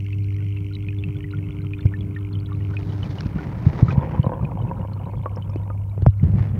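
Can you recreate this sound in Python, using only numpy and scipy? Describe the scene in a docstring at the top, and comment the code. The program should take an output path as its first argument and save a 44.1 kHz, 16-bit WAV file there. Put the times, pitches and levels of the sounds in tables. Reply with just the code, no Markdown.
"""Underwater glide past a pond pump

A camera glides through a pond while a mains pump hums and buzzes and its rotor ticks in filtered noise.
Bubbles ping all around as dying sines with quick echoes. Weed rustles over the case in clumps of tiny
clicks and bumps it with low swells; the inflow gurgles by in ringing grains and gulps of air.
Hard taps tick and ring the case, most thickly near the end, over rumbling water, wash and hiss."""
import sys
import numpy as np
from scipy import signal
from scipy.fft import rfft, irfft, next_fast_len
from scipy.io import wavfile
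from scipy.ndimage import uniform_filter1d

SR = 44100
rng = np.random.default_rng(int(sys.argv[2]) if len(sys.argv) > 2 else 0)


def output_pcm(signal):
    """Save a mono or channel-first signal as 16-bit PCM at the path in sys.argv[1].

    Samples are clipped to [-1, 1] before scaling.
    """
    pcm = np.clip(np.atleast_2d(signal).T, -1, 1) * 32767
    wavfile.write(sys.argv[1], SR, np.round(pcm).astype(np.int16))


N = 290619
T = np.arange(N) / SR  # time in seconds

# Water flowing round the case, following the camera's speed, before the flow trim: start_s, level_db
FLOW_LEVEL = [(0.0, -46), (1.62, -38.5), (2.67, -39), (3.07, -34), (3.54, -35), (3.88, -30.5), (5.28, -39),
              (6.0, -44.5), (6.21, -43), (6.26, -29), (6.59, -32)]
# Tone of the flow's rumble: freq_hz, level_db
FLOW_TONE = [(20, -33), (35, -13.5), (50, -9), (75, -6), (110, -1.5), (155, -1), (200, -9.5), (270, -21.5),
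             (400, -26.5), (700, -38.5)]
# Tone of the pond's far wash: freq_hz, level_db
WASH_TONE = [(200, 9), (450, 6.5), (700, -4.5), (1000, 8), (1150, 4), (1350, 6), (1800, -11), (2600, -24),
             (3500, -17), (5000, -40), (8000, -47.5)]
# Tone of the microphone noise: freq_hz, level_db
HISS_TONE = [(100, -6.5), (5000, -1), (9000, 3.5), (16000, 4)]
# Single bubbles standing out, of many sizes: start_s, pitch_hz, level_db (peak)
SINGLE_BUBBLES = [(0.13, 2610, -31), (.571, 2660, -33.5), (.753, 3890, -31), (0.886, 2500, -27),
                  (.986, 3460, -39.5),  (1.038, 2635, -25), (1.242, 2000, -33), (1.312, 3970, -42),
                  (1.335, 1416, -34.5), (1.735, 2470, -26.5), (1.793, 1620, -41), (1.938, 1764, -29.5),
                  (2.008, 3340, -36), (2.163, 1810, -31), (2.459, 3320, -40), (2.519, 1150, -32),
                  (2.736, 1505, -36.5), (2.768, 2500, -23.5), (3.03, 3000, -30), (3.185, 2910, -33),
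                  (3.387, 1455, -32.5), (3.883, 1256, -21.5), (3.903, 1560, -29.5), (3.908, 2460, -27),
                  (4.23, 2990, -35.5), (4.45, 2470, -33), (4.934, 4220, -41.5), (5.259, 1106, -21),
                  (5.361, 5340, -40), (5.423, 3010, -38), (5.499, 5360, -46.5), (5.702, 1220, -30.5),
                  (6.197, 2080, -42)]
# Larger gulps of air at the inflow, before the gulp trim: start_s, level_db (peak)
AIR_GULPS = [(4.032, -22.5), (4.147, -23), (4.243, -18.5), (4.265, -17), (4.294, -21), (4.319, -18.5),
             (4.335, -22.5), (4.518, -27), (4.713, -20.5), (4.85, -25.5), (5.001, -32), (5.135, -26.5),
             (5.259, -19), (5.37, -25), (5.7, -29)]
# Tone of the churning inflow: freq_hz, level_db
CHURN_TONE = [(150, -8), (330, 0.5), (440, -4.5), (530, 7), (600, -2), (780, -4), (960, 5.5), (1100, -7),
              (1250, -22.5), (1600, -17), (2200, -37), (3500, -68.5)]
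# Weed brushing the case, before the weed trims: fullest_s, swell_s, fade_s, level_db, brightness_db
WEED_STROKES = [(3.1, 0.42, 0.23, -49, -3), (3.42, .14, 0.22, -47.5, -8), (3.74, 0.22, 0.23, -44.5, -7),
                (3.91, 0.069, 0.032, -39, -6), (4.12, 0.21, 0.14, -49.5, -13.5),
                (6.26, 0.057, 0.1, -57, -12), (6.421, 0.08, 0.079, -46, -10.5),
                (6.565, .05, 0.07, -53.5, -23)]
# Tone of the weed's body: freq_hz, level_db
WEED_BODY_TONE = [(120, -8.5), (300, 19), (450, 10.5), (900, 6.5), (1400, -0.5), (2000, 2), (3000, -6),
                  (3700, -20.5), (5000, -45.5)]
# Tone of the weed's fizz: freq_hz, level_db
WEED_FIZZ_TONE = [(2500, 2.5), (3700, -2.5), (5600, -9.5), (6900, -18.5), (7800, -29.5), (11000, -47.5)]
# Soft bumps on the case, before the limiter: start_s, level_db (peak), rise_s
SOFT_BUMPS = [(1.851, -3.5, 0.0087), (3.258, -10.5, 0.0042), (3.358, -12.5, 0.0044), (3.664, 0, 0.0064),
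              (3.825, 3.5, 0.0069), (3.882, -8.5, 0.0052), (3.976, -2, 0.006), (4.192, -2.5, 0.0064),
              (4.265, -7, 0.0051), (4.552, -18, 0.0029), (6.021, -9, 0.011), (6.066, 3.5, 0.0069),
              (6.078, -1.5, .011), (6.228, -1.5, 0.006), (6.243, -4, .012), (6.28, -8.5, 0.0046),
              (6.336, -7.5, 0.0061), (6.351, -10.5, 0.0061), (6.404, -8, 0.0084)]
# Hard taps on the case: start_s, tick_db, knock_db, knock_hz
HARD_TAPS = [(1.856, -37.5, -17.5, 333), (3.207, -23, -44, 600), (3.268, -31.5, -38, 350),
             (3.674, -34.5, -20.5, 292), (5.559, -40, -13.5, 310), (5.978, -68, -20, 417),
             (6.022, -39, -17.5, 336), (6.064, -34, -2, 630), (6.239, -38, -16.5, 260)]
# Tone of a tap's tick: freq_hz, level_db
TICK_TONE = [(500, -10), (1500, 4), (3000, -5.5), (5500, -7), (7000, -26), (9000, -35)]
# Tone of the rotor's rattle: freq_hz, level_db
RATTLE_TONE = [(600, -29), (1700, -22), (2150, 9.5), (2600, 4), (3100, 1), (3600, -21.5), (4400, -17),
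               (5000, -28.5), (5600, -18), (6800, -32), (9000, -45)]
# Harmonics of the housing's buzz: mains_multiple, level_db (relative)
BUZZ_HARMONICS = [(4, -13.5), (6, 0), (8, -7.5), (10, -31)]
# Quiet spots of the hum's standing wave that the camera crosses: centre_s, depth_db, half_width_s
HUM_QUIET_SPOTS = [(1.6, 5.5, 1), (3.65, 30.5, .42), (4.4, 10.5, .45), (5.25, 5.5, 0.5)]

MAINS_HZ = 49.9
HUM_DB = -23.5  # away from the quiet spots, before the waver
# the rattle fades as the camera drifts off, and by this much more per second once it turns away
RATTLE_DB, DRIFT_DB_PER_S, TURN_S, TURNED_DB_PER_S = -53.5, 1.83, 4.9, 3.5
# extra treble on the rattle: it carries least far, so its boost falls from the start
TREBLE_HZ, TREBLE_DB, TREBLE_LOSS_DB_PER_S = 4800, 7, 22
BUBBLE_CYCLES = 79  # a bubble dies by 60 dB in this many cycles
# the case's pitch at the height of a usual bump, and the share it drops in each rise time
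BUMP_HZ, BUMP_SAG = 115.2, 0.05
USUAL_RISE_S, SLOW_POWER = 0.0072, 0.43  # a slower push sounds lower, by this power of its rise time
STROKE_END_DB = -10.5  # level of a weed stroke one swell before or one fade after its fullest
EDGE_HZ = 15800  # top of the band


def amp(db):
    """Turns decibels into gain."""
    return 10 ** (np.asarray(db) / 20)


def unit(x):
    """Scales a signal to rms 1."""
    return x / np.sqrt(np.mean(x ** 2) + 1e-20)


def level(rows):
    """Gain at every sample from start_s, level_db rows, falling to -110 dB just outside them."""
    s, db = np.transpose(rows)
    return amp(np.interp(T, [s[0] - .04, *s, s[-1] + .04], [-110, *db, -110]))


def add(mix, s, sound):
    """Mixes a sound in at time s, trimmed at the end of the mix."""
    part = mix[max(round(s * SR), 0):][:len(sound)]
    part += sound[:len(part)]


def colour(x, points, size=4096):
    """Shapes a sound with a minimum-phase filter through freq_hz, level_db points."""
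    hz, db = np.transpose(points)
    f = np.log(abs(np.fft.fftfreq(size, 1 / SR)) + 1)
    # outside the outer points the gain falls 12 dB or more per octave
    beyond = np.maximum(f - np.log(hz[-1]), 0) + np.maximum(np.log(hz[0]) - f, 0)
    log_gain = np.log(amp(np.interp(f, np.log(hz), db))) - 2 * beyond
    filter_taps = np.fft.ifft(np.exp(np.conj(signal.hilbert(log_gain)))).real
    return signal.oaconvolve(x, filter_taps[:size // 2])[:len(x)]


def wander(rate_hz):
    """Slow random drift of rms 1, with little movement faster than rate_hz."""
    n = next_fast_len(N)
    spectrum = rfft(rng.standard_normal(n))
    softening = 1 + (np.fft.rfftfreq(n, 1 / SR) / rate_hz) ** 4
    return unit(irfft(spectrum / softening, n)[:N])


def grains(per_s, spread_db):
    """Random clicks of either sign, mostly small and a few large."""
    size = amp(spread_db * np.minimum(rng.exponential(1, N), 4))
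    return size * rng.choice([-1, 1], N) * (rng.random(N) < per_s / SR)


def ring(hz, t60, glide=0, onset_s=.0001):
    """A dying sine, down 60 dB at t60 seconds, whose pitch rises by the share glide as it fades."""
    t = T[:SR // 8]
    envelope = amp(-60 * t / t60) * (1 - np.exp(-(t / onset_s) ** 2))
    return envelope * np.sin(2 * np.pi * hz * t * (1 + glide * np.minimum(t / t60, 1) / 2))


def echoes(x, wet_db=-9, t60=0.0073, count=24):
    """The surface and the liner send back a quick scatter of reflections."""
    delay_s = rng.uniform(.001, .025, count)
    size = rng.choice([-1, 1], count) * amp(-60 * delay_s / t60)
    response = np.bincount((delay_s * SR).astype(int), size)
    return x + amp(wet_db) * signal.oaconvolve(x, response / np.linalg.norm(response))[:N]


def passing(db, arrival_s, stay_s, rise_db_per_s, sag_db_per_s, fall_db_per_s):
    """Gain that rises until arrival, sags through the stay, then falls (or swells if fall is negative)."""
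    t = T - arrival_s
    approach_db = rise_db_per_s * np.minimum(t, 0)
    sag_db = sag_db_per_s * np.clip(t, 0, stay_s)
    leave_db = fall_db_per_s * np.maximum(t - stay_s, 0)
    return amp(db + approach_db - sag_db - leave_db)


def standing_wave():
    """Gain of the hum along the camera's path, dipping at each quiet spot."""
    dips_db = sum(db * np.exp(-((T - s) / width) ** 2) for s, db, width in HUM_QUIET_SPOTS)
    return amp(HUM_DB - dips_db)


def pump_nearness():
    """Gain of the pump's small noises as the camera drifts away."""
    return amp(RATTLE_DB - DRIFT_DB_PER_S * T - TURNED_DB_PER_S * np.maximum(T - TURN_S, 0))


def churn_nearness():
    """Gain of the inflow as the camera comes out of the weed and drifts past."""
    return passing(db=-35, arrival_s=3.95, stay_s=1.8, rise_db_per_s=28.5, sag_db_per_s=6.0, fall_db_per_s=30)


def water(flow_db=6.5, lump_db=3, wash_db=0, flicker_db=4.5, hiss_db=-69.5):
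    """Lumpy rumble of water round the case, the pond's far wash, and microphone hiss."""
    low, mid, high = rng.standard_normal((3, N))
    flow = level(FLOW_LEVEL) * amp(flow_db + lump_db * wander(10.3)) * unit(colour(low, FLOW_TONE))
    # the wash sags through its stay, then creeps up again
    near = passing(db=-51.0, arrival_s=3.4, stay_s=2.3, rise_db_per_s=5.0, sag_db_per_s=5, fall_db_per_s=-1.8)
    wash = near * amp(wash_db + flicker_db * wander(33)) * unit(colour(mid, WASH_TONE))
    return flow + wash + amp(hiss_db) * unit(colour(high, HISS_TONE))


def current(db=-38.0):
    """The pump's current keeps up a deep, even rumble."""
    tone = [(32, -23.5), (50, -3), (80, -5), (130, -27.5)]  # freq_hz, level_db
    return amp(db) * unit(colour(rng.standard_normal(N), tone))


def small_bubbles(gain_db=-33, count=28):
    """Faint pings of many sizes come in little flurries, loudest near the pump."""
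    per_s, spread_db, flurry_db = 1.7, 2.7, 3.5  # rate at each pitch
    pings = np.zeros(N)
    for hz in np.geomspace(1350, 4400, count):
        ping = ring(hz, BUBBLE_CYCLES / hz, 0.029, 2 / hz)
        pings += signal.oaconvolve(grains(per_s, spread_db), ping)[:N]
    tone = [(1400, -8), (1900, -8), (2600, 0), (4400, -6)]  # freq_hz, level_db
    flurries = colour(pings * amp(flurry_db * wander(7)), tone)
    return amp(gain_db) * np.sqrt(pump_nearness()) * unit(flurries)


def bubbles(gain_db=0, glide=0.01, onset_s=0.00026):
    """Each new bubble rings at the pitch of its size, rising slightly; large ones ring longer."""
    out = np.zeros(N)
    for s, hz, db in SINGLE_BUBBLES:
        add(out, s, amp(db + gain_db) * ring(hz, BUBBLE_CYCLES / hz, glide, onset_s))
    return out


def blips(gain_db=-9.0, cycles=24, count=16):
    """Pockets of air of many sizes wobble in the churning water."""
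    per_s, spread_db = 2, 2.4  # rate at each pitch
    out = np.zeros(N)
    for hz in np.geomspace(480, 1150, count):
        blip = ring(hz, cycles / hz, .1, 3.5 / hz)
        out += signal.oaconvolve(grains(per_s, spread_db), blip)[:N]
    return amp(gain_db) * churn_nearness() * unit(out)


def inflow(churn_db=-3, gulp_db=2.5, air_hz=980):
    """Falling water drives air under the surface: churning and single gulps ring the same pocket of water."""
    slosh, slosh_s = .05, .008  # share of noise after each push, and its decay
    per_s, spread_db, surge_db = 170, 2.7, 2
    air_db, air_t60, air_spread, air_glide = -8, .04, .08, .12
    out, t = np.zeros(N), T[:SR // 16]
    for s, db in AIR_GULPS:
        push = (t == 0) + slosh * np.exp(-t / slosh_s) * rng.standard_normal(len(t))
        gulp = colour(push, CHURN_TONE)
        add(out, s, amp(db + gulp_db) * gulp / abs(gulp).max())
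        # the trapped air rings on as a large bubble, rising in pitch
        hz = air_hz * (1 + air_spread * rng.standard_normal())
        add(out, s, amp(db + gulp_db + air_db) * ring(hz, air_t60, air_glide, 2 / hz))
    churn = unit(colour(grains(per_s, spread_db), CHURN_TONE))
    return out + amp(churn_db + surge_db * wander(37)) * churn_nearness() * churn


def weed(body_db=9, fizz_db=0):
    """Fine leaves slip over the case in clumps of tiny clicks."""
    per_s, spread_db, clump_db = 2000, 4.4, 2.2
    slips = grains(per_s, spread_db) * amp(clump_db * wander(40))
    body = unit(colour(slips, WEED_BODY_TONE))
    fizz = unit(colour(slips, WEED_FIZZ_TONE))
    s, swell_s, fade_s, db, bright_db = np.transpose(WEED_STROKES)[:, :, None]
    # each stroke is an arch in decibels; the loudest stroke rules at each moment
    arch = np.minimum(((T - s) / np.where(T < s, swell_s, fade_s)) ** 2, 10)
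    stroke_db = db + STROKE_END_DB * arch
    body_gain = amp(stroke_db.max(0) + body_db)
    fizz_gain = amp((stroke_db + bright_db).max(0) + fizz_db)
    return body * body_gain + fizz * fizz_gain


def bumps(gain_db=0):
    """Stems push on the case, which answers with a few low cycles that slow as the push lets go."""
    out, t = np.zeros(N), T[:SR // 8]
    for s, db, rise in SOFT_BUMPS:
        swell = (t / rise * np.exp(1 - t / rise)) ** 3
        hz = BUMP_HZ * (USUAL_RISE_S / rise) ** SLOW_POWER
        # cycles counted from the height of the bump
        turns = hz * rise * (1 - np.exp(BUMP_SAG * (1 - t / rise))) / BUMP_SAG
        add(out, s, -amp(db + gain_db) * swell * np.cos(2 * np.pi * turns))
    return out


def taps(cycles=6, tick_s=0.0015):
    """A hard contact: a bright tick and one quickly damped ring of the case."""
    out, t = np.zeros(N), T[:SR // 20]
    for s, tick_db, knock_db, hz in HARD_TAPS:
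        tick = colour(np.exp(-t / tick_s) * rng.standard_normal(len(t)), TICK_TONE)
        add(out, s, amp(tick_db) * tick / abs(tick).max())
        add(out, s, amp(knock_db) * ring(hz, cycles / hz, onset_s=0.15 / hz))
    return out


def rotor(grind_db=-18, click_db=13):
    """The rotor knocks and rubs its bearing once a turn, more softly half a turn later."""
    first_s, rub_s, back_db, uneven_db, wobble_db = .0036, .0008, -9.5, 3, 3.5
    age = (T - first_s) % (.5 / MAINS_HZ) / rub_s  # time since the last blow, in rub times
    blow = np.floor((T - first_s) * 2 * MAINS_HZ).astype(int) + 2
    # the loose shaft wobbles, so that every third turn lands harder
    leaning = blow % 6 == 2
    uneven = uneven_db * rng.standard_normal(blow.max() + 1)[blow]
    force = amp(uneven + back_db * (blow % 2) + wobble_db * leaning)
    # the knock clicks where the rub is strongest
    knock = np.diff((age > 1).astype(int), prepend=0) > 0
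    rub = (force * age * np.exp(1 - age) + amp(grind_db)) * rng.standard_normal(N)
    rattle = colour(rub + amp(click_db) * force * knock, RATTLE_TONE)
    chatter_db = 1.2 * wander(7)
    rattle = unit(rattle * amp(chatter_db))
    high_pass = signal.butter(4, TREBLE_HZ, "high", fs=SR, output="sos")
    treble = signal.sosfiltfilt(high_pass, rattle)
    return pump_nearness() * (rattle + amp(TREBLE_DB - TREBLE_LOSS_DB_PER_S * T) * treble)


def hum(waver_db=1, buzz_waver_db=-0.5):
    """The motor's iron flexes twice a mains cycle and buzzes its housing."""
    turn = 2 * np.pi * MAINS_HZ * T
    buzz = sum(amp(db) * np.cos(round(k) * turn + k) for k, db in BUZZ_HARMONICS)
    low = np.sin(2 * turn) * standing_wave() * amp(waver_db * wander(3.7))
    near = passing(db=-38.5, arrival_s=1.16, stay_s=1.69, rise_db_per_s=5, sag_db_per_s=1.4, fall_db_per_s=9.5)
    # root two brings a sine to rms 1
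    return np.sqrt(2) * (low + buzz * near * amp(buzz_waver_db * wander(4.3)))


def scene():
    """Everything reaches one microphone through the camera's case."""
    background = water() + current()
    pings = echoes(bubbles() + small_bubbles())
    gurgle = blips() + inflow()
    contacts = weed() + bumps() + taps()
    pump = rotor() + hum()
    return (background + pings + gurgle + contacts + pump)[None]


def record(dry, low_cut_hz=38, recover_db_per_s=40):
    """The microphone sheds the deepest bass, a limiter holds down the hardest bumps; then the band limit."""
    low_cut = signal.butter(3, low_cut_hz, "high", fs=SR, output="sos")
    sound = signal.sosfiltfilt(low_cut, dry[0])
    over_db = np.maximum(20 * np.log10(abs(sound) + 1e-9) + 1, 0)  # threshold at -1 dB
    # each peak is held down, then let go at a steady rate
    held_db = np.maximum.accumulate(over_db + recover_db_per_s * T) - recover_db_per_s * T
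    limited = sound * amp(-uniform_filter1d(held_db, size=64))
    band_limit = signal.firwin(511, EDGE_HZ, window=("kaiser", 9), fs=SR)
    return signal.oaconvolve(limited, band_limit, "same")[None]


dry = scene()
out = record(dry)
output_pcm(out)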